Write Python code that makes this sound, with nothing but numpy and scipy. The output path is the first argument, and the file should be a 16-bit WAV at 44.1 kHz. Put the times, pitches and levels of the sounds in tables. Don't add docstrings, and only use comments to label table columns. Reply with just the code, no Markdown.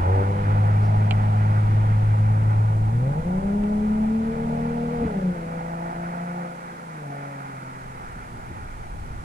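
import sys
import numpy as np
from scipy import signal
from scipy.fft import rfft, irfft, next_fast_len
from scipy.io import wavfile

SR = 44100
rng = np.random.default_rng(int(sys.argv[2]) if len(sys.argv) > 2 else 0)


def pcm_store(signal):
    levels = np.round(np.clip(np.atleast_2d(signal), -1, 1) * 32767)
    wavfile.write(sys.argv[1], SR, levels.astype(np.int16).T)


N = 407469
T = np.arange(N) / SR
PADDED = next_fast_len(N, True)
BINS = np.maximum(np.arange(PADDED // 2 + 1) * SR / PADDED, 1)


# time [s], firing rate [Hz].
ENGINE_SPEED = [(0, 86.75), (.14, 96.3), (.36, 100.7), (.6, 103.6), (.8, 104.9), (2.2, 106.6),
                (2.89, 108.3), (3.05, 130), (3.29, 179.1), (3.42, 195.2), (3.55, 205.3), (3.88, 213.1),
                (4.3, 225.9), (4.8, 235.6), (4.99, 238), (5.06, 224.7), (5.17, 193.7), (5.42, 165.5),
                (6.37, 175.8), (6.55, 172.7), (6.84, 169.2), (7.08, 141.6), (7.3, 140.2), (7.6, 130.7),
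                (7.9, 128.9), (8.4, 117.3)]
# time [s], firing tone [dB], its octave [dB].
TONE_LEVELS = [(0, -25, -39.5), (.12, -18.5, -40.5), (.38, -26, -31.5), (.6, -18, -38.5),
               (2.03, -18.5, -38), (2.9, -19, -36), (3.2, -25, -43), (3.6, -23, -37.5), (4.07, -22, -42),
               (4.3, -25.5, -34.5), (4.98, -31, -35.5), (5.06, -25, -31.5), (5.17, -22, -42.5),
               (5.28, -21.5, -45), (5.42, -35, -43), (6.43, -31.5, -49.5), (6.62, -48, -54.5),
               (6.85, -43.5, -62), (7.08, -36, -45.5), (7.45, -42, -48), (7.95, -44.5, -55.5),
               (8.35, -52, -51), (8.7, -62, -60.5), (9.24, -77, -60)]
# time [s], depth [dB], half length [s].
OCTAVE_SAGS = [(2.09, -13, 0.044), (2.617, -14, 0.11), (3.19, -17, .04), (4.038, -13, 0.029),
               (4.475, -18, 0.018), (5.573, -12.5, 0.13)]
# frequency [Hz], gain [dB].
OVERTONE_COLOUR = [(200, -28), (300, -3), (360, -1), (425, -5.5), (490, 1), (600, -5), (700, -3),
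                   (880, -13), (1100, -33.5), (1600, -39.5)]
UNEVEN_SIXTHS = [3, 4, 5, 7, 8, 9, 10, 11, 13, 14, 15, 16, 17, 20, 22]
UNEVEN_STRENGTH = [3.5, -2, 0, -3.5, 2.5, 4, -1, 1, -5.5, -4.5, -3, 0, -6, 2, 0]
# frequency [Hz], gain [dB].
UNEVEN_COLOUR = [(30, -29), (80, -33.5), (126, -19), (153, 3.5), (190, -4), (240, -12.5), (280, -15.5),
                 (310, -24.5), (350, -34.5), (470, -12), (570, -16.5), (700, -27.5), (900, -29)]
# frequency [Hz], density [dB per Hz].
GAS_COLOUR = [(400, -21.5), (560, 2), (720, 3.5), (850, 9.5), (940, -2.5), (1040, -19), (1300, -29)]
RASP_DB, EDGE_DB, UNEVEN_DB = -43, -13, -37
GONE_S, FADE_DB_PER_S = 7.28, 8.5
RATTLE_DB = -1.5
DIP_SHARE = 0.2
OVERRUN_AT_S, OVERRUN_S, BURBLE_DB = 5.24, 0.12, 6
WALL_S, WALL_DB = 0.0596, -21.5
FAR_ECHO_S, FAR_ECHO_DB = 0.3, -21


def exhaust(gas_db, flutter_db, jitter, spurt_sharpness):
    firing_hz, = in_time(ENGINE_SPEED)
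    tone_db, octave_db = in_time(TONE_LEVELS)
    rasp_lift_db, edge_lift_db, uneven_lift_db, gas_lift_db, throb_depth = throttle()
    receding_db = spreading_db() - FADE_DB_PER_S * np.maximum(T - GONE_S, 0)
    rasp_db = RASP_DB + rasp_lift_db + receding_db
    uneven_db = UNEVEN_DB + uneven_lift_db + receding_db
    edge_db = EDGE_DB + edge_lift_db
    phase = 2 * np.pi * np.cumsum(firing_hz) / SR + jitter * drift(23)
    throb = np.clip(throb_depth, 0, 1) * np.cos(phase / 3)
    air_path = np.sqrt(1 + T / DOUBLING_S)

    def partial(order, db, offset):
        hz = order * firing_hz
        high = np.interp(hz, [570, 680], [0, 1])
        scatter = air_path * np.minimum(hz / 450, 1.2)
        shimmer_db = 1.15 * scatter * drift(9)
        wander = 0.2 * scatter * drift(12)
        gain = from_db(db + high * edge_db + shimmer_db) * (1 + high * throb)
        return gain * np.cos(order * phase + wander + offset)

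    tone = from_db(tone_db + flutter_db * drift(24)) * np.cos(phase)
    sag_db = sum(bell(at, depth_db, length) for at, depth_db, length in OCTAVE_SAGS)
    upper = partial(2, octave_db + sag_db, np.pi / 2)
    for k in range(3, 12):
        upper += partial(k, rasp_db + at_hz(OVERTONE_COLOUR, k * firing_hz), np.pi)
    uneven = 0
    for sixths, strength_db in zip(UNEVEN_SIXTHS, UNEVEN_STRENGTH):
        order = sixths / 6
        order_db = uneven_db + strength_db + at_hz(UNEVEN_COLOUR, order * firing_hz)
        uneven += partial(order, order_db, rng.uniform(0, 2 * np.pi))

    spurts = (1 + throb) * np.exp(spurt_sharpness * np.cos(phase))
    gas = noise(GAS_COLOUR) + from_db(RATTLE_DB) * rattle(phase, change_hz=1.83)
    upper += from_db(rasp_db + gas_db + gas_lift_db) * rms_one(spurts * gas)

    burble_db = bell(OVERRUN_AT_S, BURBLE_DB, OVERRUN_S) * np.cos(phase / 6)
    dips_db = dropouts_db()
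    upper *= from_db(burble_db + DIP_SHARE * dips_db)
    beating = from_db(dips_db) * (tone + from_db(WALL_DB) * delayed(tone, WALL_S))
    far_echo = from_db(FAR_ECHO_DB) * delayed(tone, FAR_ECHO_S)
    return np.sqrt(2) * (beating + far_echo + uneven + upper + echoes(upper))


# start [s], end [s], opening time [s], lift of the rasp [dB],
# of the hard edge above about 600 Hz [dB], of the uneven firing [dB], of the gas [dB], throb [0-1].
THROTTLE_PULLS = [(0.026, 0.19, 0.055, 9, -10, -12, 15, 0.2), (0.448, 1.442, .4, -4, 18.5, -0.5, 21, 0.2),
                  (2.904, 4.074, 0.19, 10.5, 6.5, 6.5, 10, .2),
                  (4.102, 5.147, 0.44, 18.5, 4.5, 12.5, 5, 0.3), (5.336, 6.43, .27, 6, 17, 3, 18, 0.74),
                  (6.972, 7.357, 0.064, 5, 15.5, -2.5, 12, 0.6)]
THROTTLE_CLOSE_S = 0.21


def throttle():
    lifts = np.zeros((5, N))
    for start, end, open_s, *lift in THROTTLE_PULLS:
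        opening = np.clip((T - start) / open_s, 0, 1)
        closing = np.exp(-np.maximum(T - end, 0) / THROTTLE_CLOSE_S)
        lifts += np.outer(lift, opening * closing)
    return lifts


DOUBLING_S = 2.57


def spreading_db():
    return -20 * np.log10(1 + T / DOUBLING_S)


def rattle(phase, change_hz, size=160, count=3):
    place = phase / (12 * np.pi) % 1 * size
    total = 0
    for pattern in rng.standard_normal((count, size)):
        closed = np.append(pattern, pattern[0])
        total += drift(change_hz) * np.interp(place, np.arange(size + 1), closed)
    return coloured(total, GAS_COLOUR)


# time [s], depth [dB].
TONE_DIPS = [(3.149, -8.5), (3.232, -31), (3.42, -11), (4.355, -12), (5.095, -11), (5.14, -20), (5.21, -12),
             (5.345, -12), (5.935, -14)]


def dropouts_db():
    return sum(bell(at, depth_db, 0.017) for at, depth_db in TONE_DIPS)


# delay [s], level re the direct sound [dB].
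REFLECTIONS = [(.062, -16), (0.114, -17), (0.186, -17.5), (0.29, -15.5)]


def echoes(x):
    return sum(from_db(db) * delayed(x, delay) for delay, db in REFLECTIONS)


# time [s], peak level [dB], half length [s].
EXHAUST_SPITS = [(5.038, -40, 0.008), (5.099, -39, .012), (5.144, -33, 0.0035), (5.185, -40, .006)]


def gear_change(at, level_db, length):
    puff = noise([(25, -21), (65, 2.5), (130, -9), (230, 5), (330, -13.0), (600, -15), (1200, -31)])
    spits = sum(swell(*spit) for spit in EXHAUST_SPITS) * noise(GAS_COLOUR)
    return swell(at, level_db, length) * puff + spits


# frequency [Hz], level re the sum [dB], phase [radians].
SIDE_RESPONSE = [(60, -51, -5), (130, -24, 1.6), (215, -24, 0), (344, -16.5, -1), (473, -11.5, 0.15),
                 (594, 2, 0.94), (710, 4.5, -1.5), (947, 8.5, -2.5), (1220, 7.5, -2.5), (1550, 8, -4.5),
                 (1850, -3, -5), (2960, -22.5, 10)]


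def with_side(x):
    ports = np.array(SIDE_RESPONSE)
    phase = at_hz(ports[:, ::2], BINS)
    response = from_db(at_hz(ports, BINS)) * np.exp(1j * phase)
    return stereo(x, filtered(x, response))


# frequency [Hz], density [dB per Hz].
ROAR_COLOUR = [(150, 0), (250, 5), (400, 3), (550, -0.5), (750, 4), (880, 4), (1050, -5.5), (1250, -15),
               (1600, -24)]
# frequency [Hz], density [dB per Hz].
TYRE_COLOUR = [(900, -10), (1200, 1), (1420, 5.5), (1650, 0.5), (2000, 3), (2400, -2.5), (2800, -15),
               (3400, -26), (5000, -26), (8000, -36)]
# time [s], level before the trim [dB].
TYRE_LEVEL = [(0.0, -43), (2.44, -47), (3.03, -51), (5.56, -48), (5.97, -44.5), (6.79, -48.5),
              (7.28, -47.5), (8.5, -49.5), (9.24, -53.5)]
ROAR_DB = -36.5


def road(tyre_trim_db, flicker_db):
    tyre_db, = in_time(TYRE_LEVEL)
    roar = haze(ROAR_COLOUR, ROAR_DB + spreading_db() + flicker_db * drift(10))
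    return roar + haze(TYRE_COLOUR, tyre_db + tyre_trim_db + flicker_db * drift(7.9))


# frequency [Hz], level re the sum [dB].
DIFFUSE_DIFFERENCE = [(60, -8), (200, -2.5), (450, -5), (750, 2.5), (1000, 9.5), (1220, 9.5), (1500, -10),
                      (2000, -11.5), (3200, -0.5), (5000, 2.5)]


def haze(spectrum, level_db):
    gain = from_db(level_db)
    scattered = filtered(gain * noise(spectrum), from_db(at_hz(DIFFUSE_DIFFERENCE, BINS)))
    return with_side(gain * noise(spectrum)) + stereo(0, scattered)


# time [s], impulse level [dB].
REEL_CLICKS = [(1.109, -25), (1.114, -37), (1.1175, -42), (1.1224, -40), (1.284, -50), (3.6374, -47.5)]
# frequency [Hz], gain [dB], decay time by 60 dB [s].
REEL_MODES = [(770, -3, 0.03), (1416.6, -5, 0.013), (2330, 1, 0.029), (2690, 4, 0.012), (3080, 5, 0.01),
              (3640, -7, 0.009), (4030, -8, 0.014), (4640, -10, 0.0087), (5300, -14, .003),
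              (7600, -12, .005), (9200, -22, .003), (11500, -27, .002)]


def reel(pan_db, lag_s):
    clicks, out = np.zeros(N), np.zeros(N)
    for s, db in REEL_CLICKS:
        clicks[round(s * SR)] = from_db(db)
    for k, (hz, db, t60) in enumerate(REEL_MODES):
        r = from_db(-60 / (t60 * SR))
        w = 2 * np.pi * hz / SR
        ringing = signal.lfilter([0, np.sin(w)], [1, -2 * r * np.cos(w), r * r], clicks + 1e-18)
        out += (-1) ** k * from_db(db) * ringing
    return np.array([delayed(out, lag_s, out[0]) * from_db(-pan_db), out * from_db(pan_db)])


def grip(at, level_db, length, grain_db):
    brush = noise([(3000, -23), (4600, 2), (5400, 5), (6500, -7), (9000, -21)])
    return swell(at, level_db, length) * rms_one(brush * from_db(grain_db * drift(90)))


# time [s], level [dB].
WIND_LEVEL = [(0, -33.5), (4, -34.5), (5.4, -43.5), (6.1, -50), (6.6, -65), (7.4, -70), (7.6, -56),
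              (7.95, -44), (9, -34)]
# frequency [Hz], density [dB per Hz].
RUMBLE_COLOUR = [(12, -3.5), (28, 2), (45, -2.5), (70, -3.5), (110, -6), (170, -14), (260, -24.5),
                 (500, -33)]
# time [s], peak level [dB], half length [s].
WIND_GUSTS = [(8.171, -40, .045), (8.33, -42, 0.036), (8.435, -44, 0.036), (8.515, -34, .025),
              (8.642, -43, .05), (9.029, -43, 0.043), (9.19, -41.5, 0.023)]
# frequency [Hz], density [dB per Hz].
BUFFET_COLOUR = [(25, -9), (55, 0.5), (100, 2), (170, -3), (260, -9), (370, -12.5), (600, -34)]


def wind(side_db):
    level_db, = in_time(WIND_LEVEL)
    side_gain = from_db(side_db)
    rumble = from_db(level_db) * stereo(noise(RUMBLE_COLOUR), side_gain * noise(RUMBLE_COLOUR))
    gusts = sum(swell(*gust) for gust in WIND_GUSTS)
    return rumble + gusts * stereo(noise(BUFFET_COLOUR), side_gain * noise(BUFFET_COLOUR))


# time [s], level of the sum before panning [dB].
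BREEZE_LEVEL = [(0, -58.5), (1.7, -59), (3, -65), (5, -61), (5.6, -65), (7.5, -66.5), (9.24, -66)]
# frequency [Hz], density [dB per Hz].
LEAF_COLOUR = [(1500, -36), (2300, 7), (3000, 1), (3700, -4.5), (5000, -8.5), (7000, -21.5)]


def trees(pan_db):
    level_db, = in_time(BREEZE_LEVEL)
    rustle = stereo(noise(LEAF_COLOUR), 0.88 * noise(LEAF_COLOUR))
    return from_db(level_db) * rustle * from_db([[-pan_db], [pan_db]])


# frequency [Hz], density [dB per Hz].
HISS_COLOUR = [(1880, -18), (3200, -0.5), (5040, -1), (7540, 0), (10100, -1), (13200, -11), (14800, -18.5)]


def faint_hiss(level_db):
    wide = stereo(noise(HISS_COLOUR), noise(HISS_COLOUR))
    return from_db(level_db) * wide * from_db([[-1], [0.4]])


def from_db(db):
    return 10 ** (np.asarray(db) / 20)


def rms_one(x):
    return x / np.sqrt(np.mean(x ** 2) + 1e-20)


def in_time(rows):
    s, *columns = np.transpose(rows)
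    return [np.interp(T, s, c) for c in columns]


def at_hz(points, hz):
    points = np.array(points)
    return np.interp(np.log(hz), np.log(points[:, 0]), points[:, 1])


def drift(rate_hz):
    r = np.exp(-80 * np.pi * rate_hz / SR)
    slow = signal.lfilter([1], [1, -2 * r, r * r], rng.standard_normal(N // 40 + 2002))
    slow = slow[2000:]
    return np.interp(np.arange(N) / 40, np.arange(len(slow)), rms_one(slow))


def bell(at, height, length):
    return height * np.exp(-((T - at) / length) ** 2)


def swell(at, level_db, length):
    return bell(at, from_db(level_db), length)


def delayed(x, delay, before=0):
    return np.interp(T - delay, T, x, left=before)


def filtered(x, response):
    return irfft(rfft(x, PADDED) * response, PADDED)[:N]


def coloured(x, spectrum):
    roll_off = 1 + (BINS / spectrum[-1][0] / 2) ** 4
    return rms_one(filtered(x, from_db(at_hz(spectrum, BINS)) / roll_off))


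def noise(spectrum):
    return coloured(rng.standard_normal(N), spectrum)


def stereo(mid, side):
    return np.array([mid + side, mid - side])


def scene():
    vehicle = exhaust(gas_db=-22, flutter_db=0.77, jitter=0.055, spurt_sharpness=0.46)
    vehicle = vehicle + gear_change(at=5.05, level_db=-24.5, length=0.034)
    distant = with_side(vehicle) + road(tyre_trim_db=-1.0, flicker_db=1.08)
    hands = reel(pan_db=5.0, lag_s=0.000088) + grip(at=0.848, level_db=-60, length=0.04, grain_db=3)
    air = wind(side_db=-12.5) + trees(pan_db=6.0)
    return distant + hands + air + faint_hiss(level_db=-61.5)


def record(dry):
    low_pass = signal.butter(16, 14900, fs=SR, output="sos")
    return signal.sosfiltfilt(low_pass, dry)


dry = scene()
out = record(dry)
pcm_store(out)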